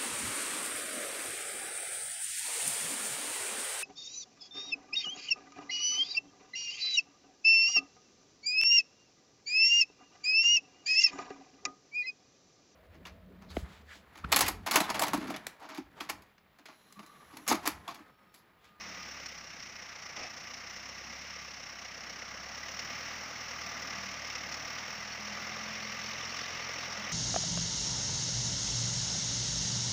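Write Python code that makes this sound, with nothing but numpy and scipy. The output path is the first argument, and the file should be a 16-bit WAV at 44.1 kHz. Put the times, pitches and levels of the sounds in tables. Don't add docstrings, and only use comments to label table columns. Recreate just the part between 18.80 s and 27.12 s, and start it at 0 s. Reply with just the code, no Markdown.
import sys
import numpy as np
from scipy import signal
from scipy.fft import rfft, irfft, next_fast_len
from scipy.io import wavfile
from scipy.ndimage import uniform_filter1d

SR = 44100
rng = np.random.default_rng(int(sys.argv[2]) if len(sys.argv) > 2 else 0)


def file_out(sig):
    cols = np.atleast_2d(sig).T
    lim = np.clip(cols, -1, 1)
    pcm = np.round(lim * 32767).astype(np.int16)
    wavfile.write(sys.argv[1], SR, pcm)


def gain_from_db(level_db):
    decades = np.asarray(level_db, float) / 20
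    return 10 ** decades


N = 366912

# time_s, firing_rate_hz
FIRING_RATE = [(0.0, 37.42), (0.59, 32.77), (1.31, 28.68), (1.54, 28.94), (2.44, 34.96), (2.89, 31.77),
               (3.52, 32.98), (4.21, 39.2), (4.5, 40.2), (5.0, 37.65), (5.21, 37.92), (5.73, 36.65),
               (6.06, 40.48), (6.52, 40.5), (6.73, 42.33), (7.21, 41.88), (7.52, 43.62), (8.32, 41.83)]
# time_s, block_level_db
BLOCK_LEVEL = [(0, -46.5), (.35, -48.5), (.65, -50.5), (1.2, -50), (1.6, -48), (2.2, -47.5), (2.8, -48.5),
               (3.4, -48), (3.8, -46), (4.1, -43.5), (4.5, -44.5), (5.1, -43), (5.9, -43.5), (6.3, -44.5),
               (6.7, -43), (7.2, -42.5), (7.6, -42), (8.32, -41.5)]
# freq_hz, density_db
BODY = [(15, -17), (45, -23.5), (110, -17), (210, -6), (290, -7), (380, -8.5), (470, -12.5), (680, -7.5),
        (1000, -12), (1180, -8), (1750, -5), (2000, 0), (2600, -5.5), (3400, -13.5)]
# freq_hz, density_db
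TREBLE = [(1650, -55), (2800, -4), (3250, -13), (3690, -10), (4050, -10.5), (4710, -8), (5340, 1),
          (5570, 3), (6360, -8), (7820, -30), (9310, -43), (12500, -42), (16200, -66), (22000, -120)]
# freq_hz, t60_s, level_db
BLOCK_MODES = [(1110, .04, -9), (1175, .07, -4), (1235, .05, -5), (1450, .04, -9), (1670, .045, -5),
               (1980, .05, 1.5), (2150, .05, 1.5), (2500, .03, -5), (2900, .03, -8), (5300, .025, -6),
               (5550, .03, -5), (5800, .025, -7)]
# freq_hz, gain_db
CASTING = [(900, 0), (6000, 0), (9000, -25)]
CYLINDERS_DB = [-0.9, 0.6, -0.18, 0.35]
# freq_hz, density_db
TICK_BAND = [(7000, 0), (11000, -10)]
# freq_hz, level_db
SILENCER = [(29, -54), (37, -35), (57, -26.5), (68, -14.5), (77, -19), (90, -20), (106, -24.5),
            (128, -19.5)]
ORDERS_DB = [-1, -0.1, 0.2, -7.5]
# freq_hz, t60_s, level_db
STACK_MODES = [(260, .07, -2), (330, .08, -6), (435, .1, -2), (550, .14, -2.5), (680, .12, -3),
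               (850, .1, -2)]
# place_turns, pitch_hz, length_turns, level_db (re block)
VALVE_POPS = [
    (2.29, 515, .17, -3.8),
    (.27, 190, .2, -11),
    (1.22, 1200, .1, -11),
]
# freq_hz, density_db
SPRAY = [(11000, -26), (12800, -19), (13550, -10), (13900, -13), (14600, -1), (14800, 0), (15000, -1),
         (15600, 0)]
SPRAY_EDGES_HZ = [12000, 13300, 13800, 14400, 14900, 15250, 20000]
# middle_s, half_length_s, extra_db
THROTTLE = [
    (.35, 0.31, 3),
    (4.35, 0.7, 3.5),
    (5.9, .25, 2.5),
]
# middle_s, half_length_s, level_db
FAN_SPELLS = [
    (.05, 0.19, -62.5),
    (.7, .2, -69),
    (2.6, 0.22, -69),
    (4.2, 0.36, -70),
    (5.25, 0.1, -57),
    (6.85, 0.69, -56),
]
# middle_s, half_length_s, level_db
GEAR_SPELLS = [
    (.18, .08, -58),
    (3.35, .25, -71),
    (5.3, .4, -67),
    (7.3, .9, -68),
]
GEAR_ORDERS = [34.4, 14, 11, 10.5]
# start_s, peak_db
CLANKS = [(1.7355, -26.5), (2.055, -33), (3.882, -26), (3.99, -21.5), (5.105, -25), (5.551, -21),
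          (5.984, -24), (6.523, -38), (7.26, -25), (7.4495, -23), (7.5884, -23), (7.7493, -59), (8.11, -41)]
# start_s, peak_db, length_s, sparkle_db
CRACKS = [
    (.4585, -24, .012, -32),
    (1.365, -26, .007, -37),
    (5.13, -29, .008, -38),
    (5.722, -21.5, .013, -37),
    (5.7415, -22, .01, -40),
]
# freq_hz, density_db
SPARKLE = [(7000, 0), (12000, -12)]
# time_s, level_db
RATTLE = [
    (0, -77.5),
    (4, -59.5),
    (6.3, -56.5),
    (7.5, -49.5),
    (8.32, -54),
]
# freq_hz, t60_s, level_db
PINS = [(2710, 0.023, 3.5), (3030, 0.021, 1.5), (3440, 0.024, -1), (3800, 0.017, -0.5), (4450, 0.02, 0.5)]


def level(x, db):
    return x * gain_from_db(db) / np.sqrt(np.mean(x ** 2))


def seconds():
    return np.arange(N) / SR


def curve(table):
    s, value = np.transpose(table)
    return np.interp(seconds(), s, value)


def response_db(table, hz):
    table_hz, db = np.transpose(table)
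    return np.interp(np.log(hz), np.log(table_hz), db)


def colour(x, table, lo_hz, hi_hz):
    size = next_fast_len(N)
    hz = np.arange(size // 2 + 1) * SR / size + 1
    edges = 1 / np.sqrt((1 + (lo_hz / hz) ** 8) * (1 + (hz / hi_hz) ** 8))
    return irfft(rfft(x, size) * gain_from_db(response_db(table, hz)) * edges, size)[:N]


def ring(x, hz, t60_s):
    r = np.exp(-np.log(1000) / (t60_s * SR))
    w = 2 * np.pi * hz / SR
    return signal.lfilter([np.sin(w)], [1, -2 * r * np.cos(w), r * r], x)


def walk(rate_hz):
    k = int(SR / rate_hz)
    held = np.repeat(rng.standard_normal(N // k + 1), k)
    return uniform_filter1d(uniform_filter1d(held, k), k)[:N]


def grit(spread_db):
    return rng.standard_normal(N) * gain_from_db(spread_db * np.minimum(rng.exponential(size=N), 5.5))


def spells(table):
    middle_s, half_s, db = np.transpose(table)[:, :, None]
    return np.exp(-((seconds() - middle_s) / half_s) ** 4), db


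def engine(turn):
    block_db = curve(BLOCK_LEVEL)
    nearer_db = block_db - block_db.mean()
    depth = knock_depth()
    chance = rng.standard_normal((int(turn[-1]) + 4, 4)).T
    force_db = np.resize(CYLINDERS_DB, chance.shape[1]) + 1.1 * chance[0]
    bark_db = force_db + 0.93 * chance[1]
    clatter_db = force_db + 1.37 * chance[2]
    spray_db = force_db + 1.57 * chance[2] + 0.8 * chance[3]

    rumble = ground(colour(grit(0.8), BODY, 13, 610))
    roar = grit(0.84) * knocks(turn, force_db, 0.17, 0.22, 0.5, 0.11 * depth)
    roar = colour(roar, BODY, 653, 1514)
    bark = grit(1.26) * knocks(turn, bark_db, 0.16, 0.17, 0.48, 0.46 * depth)
    bark = colour(bark, BODY, 1520, 3700)
    clatter = grit(2.15) * knocks(turn, clatter_db, 0.18, 0.25, 0.38, 0.64 * depth)
    clatter = colour(clatter, TREBLE, 2080, 10800)
    hiss = spray(knocks(turn, spray_db, 0.08, 0.21, 0.3, 0.5 * depth))
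    throttle, extra_db = spells(THROTTLE)

    mix = level(block(turn, force_db), -8.5)
    mix += level(rumble, 1.17) * gain_from_db(-13 - 0.1 * nearer_db + 0.9 * walk(5.7))
    mix += level(roar, -5) * gain_from_db(1.3 * walk(5))
    mix += level(bark, -3) * gain_from_db(walk(5))
    mix += level(clatter, -0.21) * gain_from_db(-1.5 - 0.24 * nearer_db)
    mix += level(hiss, 0.2) * gain_from_db(-21.5 + (throttle * extra_db).sum(axis=0))
    mix += stack(turn) + valve_pops(turn) + bonnet(nearer_db)
    mix += ticks(turn, force_db + 3.5 * chance[2])
    return gain_from_db(block_db) * mix


def knock_depth():
    hz = curve(FIRING_RATE)
    mean_s, mid_hz = 2, 37
    sag_hz = uniform_filter1d(hz, int(mean_s * SR), mode="mirror") - hz
    return np.clip(0.64 + 0.061 * sag_hz - 0.0097 * (hz - mid_hz), 0, 1)


def knocks(turn, strengths_db, peak, rise, fall, depth):
    firing = np.round(turn - peak - (fall - rise)).astype(int)
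    late = turn - peak - firing
    burst = np.exp(-(late / np.where(late < 0, rise, fall)) ** 2) * gain_from_db(strengths_db[firing + 1])
    return 1 - depth + depth * burst / burst.mean()


def block(turn, strengths_db):
    firing = np.round(turn).astype(int) + 1
    blow = np.exp(-(turn + 1 - firing - 0.09) ** 2 / 0.021) * grit(2.85)
    chance = rng.standard_normal((len(strengths_db), len(BLOCK_MODES)))
    forces_db = strengths_db[:, None] + 2.5 * chance
    rung = 0
    for k, (hz, t60_s, db) in enumerate(BLOCK_MODES):
        rung = rung + gain_from_db(db) * ring(blow * gain_from_db(forces_db[firing, k]), hz, t60_s)
    return colour(rung, CASTING, 900, 6800)


def ticks(turn, strengths_db):
    flash = grit(1.5) * knocks(turn, strengths_db, 0.1, 0.1, 0.2, 1)
    return level(colour(flash, TICK_BAND, 7200, 10500), -36.5)


def ground(x):
    lag = np.linspace(0.00108, 0.0014, N) * SR
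    return x + gain_from_db(-7) * np.interp(np.arange(N) - lag, np.arange(N), x)


def stack(turn):
    puffs = np.diff(np.exp(-((turn + 0.5) % 1 - 0.5) ** 2 / 0.00005), prepend=0)
    return level(sum(gain_from_db(db) * ring(puffs, hz, t60_s) for hz, t60_s, db in STACK_MODES), -17)


def valve_pops(turn):
    time = seconds()
    out = np.zeros(N)
    for place, hz, length, db in VALVE_POPS:
        cycle = np.round((turn - place) / 4).astype(int)
        centre = place + 4 * cycle
        chance = rng.standard_normal((N // 3000, 2))[cycle + 1].T
        since_s = time - np.interp(centre, turn, time)
        swell = gain_from_db(db + chance[0]) * np.exp(-((turn - centre) / length) ** 2)
        out += swell * np.sin(2 * np.pi * hz * (1 + 0.01 * chance[1]) * since_s)
    return out


def bonnet(nearer_db):
    hz, t60_s = 1194, 0.021
    drone = ring(ring(grit(0.62), hz, t60_s), hz, t60_s)
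    return level(drone, -14) * gain_from_db(0.6 * nearer_db)


def spray(gate):
    noise = rfft(colour(grit(1.5) * gate, SPRAY, 11500, 18400))
    hz = np.arange(len(noise)) * SR / N
    out = 0
    for lo_hz, hi_hz in zip(SPRAY_EDGES_HZ, SPRAY_EDGES_HZ[1:]):
        patch = irfft(noise * (hz >= lo_hz) * (hz < hi_hz), N)
        out = out + gain_from_db(2 * walk(3.54) + 1.5 * walk(15)) * patch
    return out


def order_tone(turn, order, gain):
    phase = 2 * np.pi * order * (turn - 0.35) + 0.34 * walk(11)
    return np.sqrt(2) * gain * gain_from_db(0.8 * walk(12)) * np.cos(phase)


def exhaust(turn):
    coast_db, coast_s = -4, 0.31
    hz = curve(FIRING_RATE)
    effort_db = curve(BLOCK_LEVEL) + coast_db * np.exp(-(seconds() / coast_s) ** 2)
    out = 0
    for order, db in enumerate(ORDERS_DB, 1):
        gain = gain_from_db(effort_db + db + response_db(SILENCER, order * hz))
        out = out + order_tone(turn, order, gain)
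    return out


def fan(turn):
    swell, db = spells(FAN_SPELLS)
    return order_tone(turn, 5.12, gain_from_db(-78.5) + (swell * gain_from_db(db)).sum(axis=0))


def gears(turn):
    swell, db = spells(GEAR_SPELLS)
    tones = np.sin(2 * np.pi * np.outer(GEAR_ORDERS, turn) + 0.6 * walk(8))
    return np.sqrt(2) * (swell * gain_from_db(db + 2.5 * walk(6)) * tones).sum(axis=0)


def clanks():
    clank_s, clank_sparkle_db, attack_s = 0.011, -46, 0.0015
    hits = [(*row, clank_s, clank_sparkle_db) for row in CLANKS] + list(CRACKS)
    shake, sparkle = np.zeros(N), np.zeros(N)
    for start_s, db, length_s, sparkle_db in hits:
        age = np.clip(seconds() - start_s, 0, 1)
        swell = gain_from_db(db) * np.minimum(age / attack_s, 1) * np.exp(-(age / length_s) ** 2)
        shake += swell
        sparkle += swell * gain_from_db(sparkle_db)
    mid = level(colour(grit(1.5), BODY, 900, 3200), -19)
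    top = level(colour(grit(1.5), TREBLE, 3200, 12000), -16)
    air = level(colour(grit(1.5), SPARKLE, 7000, 12000), -8)
    return shake * (mid + top) + sparkle * air


def scrape():
    start_s, attack_s, hold_s, release_s = 1.362, 0.006, 0.085, 0.025
    age = np.clip(seconds() - start_s, 0, 1)
    release = np.exp(-(np.maximum(age - hold_s, 0) / release_s) ** 2)
    grind = gain_from_db(-44) * np.minimum(age / attack_s, 1) * release
    stones = grit(1.8)
    rub = level(colour(stones, BODY, 820, 3200), -4)
    rub += level(colour(stones, TREBLE, 3200, 12000), -5)
    rub += level(ring(stones, 735, 0.04) + ring(stones, 810, 0.05), -4.5)
    rub += level(ring(stones, 1010, 0.04) + ring(stones, 1280, 0.04), -10)
    plate = level(ring(grind * stones, 2600, 0.35), -73.5)
    return grind * rub + plate


def thud():
    start_s, pitch_hz, attack_s, decay_s = 8.17, 207, 0.023, 0.049
    age = np.clip(seconds() - start_s, 0, 1)
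    swell = np.minimum(age / attack_s, 1) * np.exp(-age / decay_s)
    return gain_from_db(-39.5) * np.sin(2 * np.pi * pitch_hz * age) * swell


def rattle():
    rate_hz = 45
    taps = (rng.random((len(PINS), N)) < rate_hz / SR) * rng.uniform(-1, 1, N)
    rung = sum(gain_from_db(db) * ring(tap, hz, t60_s) for tap, (hz, t60_s, db) in zip(taps, PINS))
    return gain_from_db(curve(RATTLE)) * level(rung, 0)


def scene():
    start_turn = -0.28
    turn = np.cumsum(curve(FIRING_RATE)) / SR + start_turn
    tractor = engine(turn) + exhaust(turn) + fan(turn) + gears(turn)
    blade = clanks() + scrape() + thud()
    return (tractor + blade + rattle())[None]


def low_pass(x):
    return signal.sosfilt(signal.butter(12, 16870, fs=SR, output="sos"), x)


def record(dry):
    whine_hz, top_hz = 12898, 15540
    hiss = level(rng.standard_normal(dry.shape), -75)
    whine = np.sqrt(2) * gain_from_db(-97) * np.sin(2 * np.pi * whine_hz * seconds())
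    passed = np.arange(N // 2 + 1) * SR / N < top_hz
    mix = irfft(rfft(dry + hiss + whine) * passed, N)
    return low_pass(mix)


dry = scene()
out = record(dry)
file_out(out)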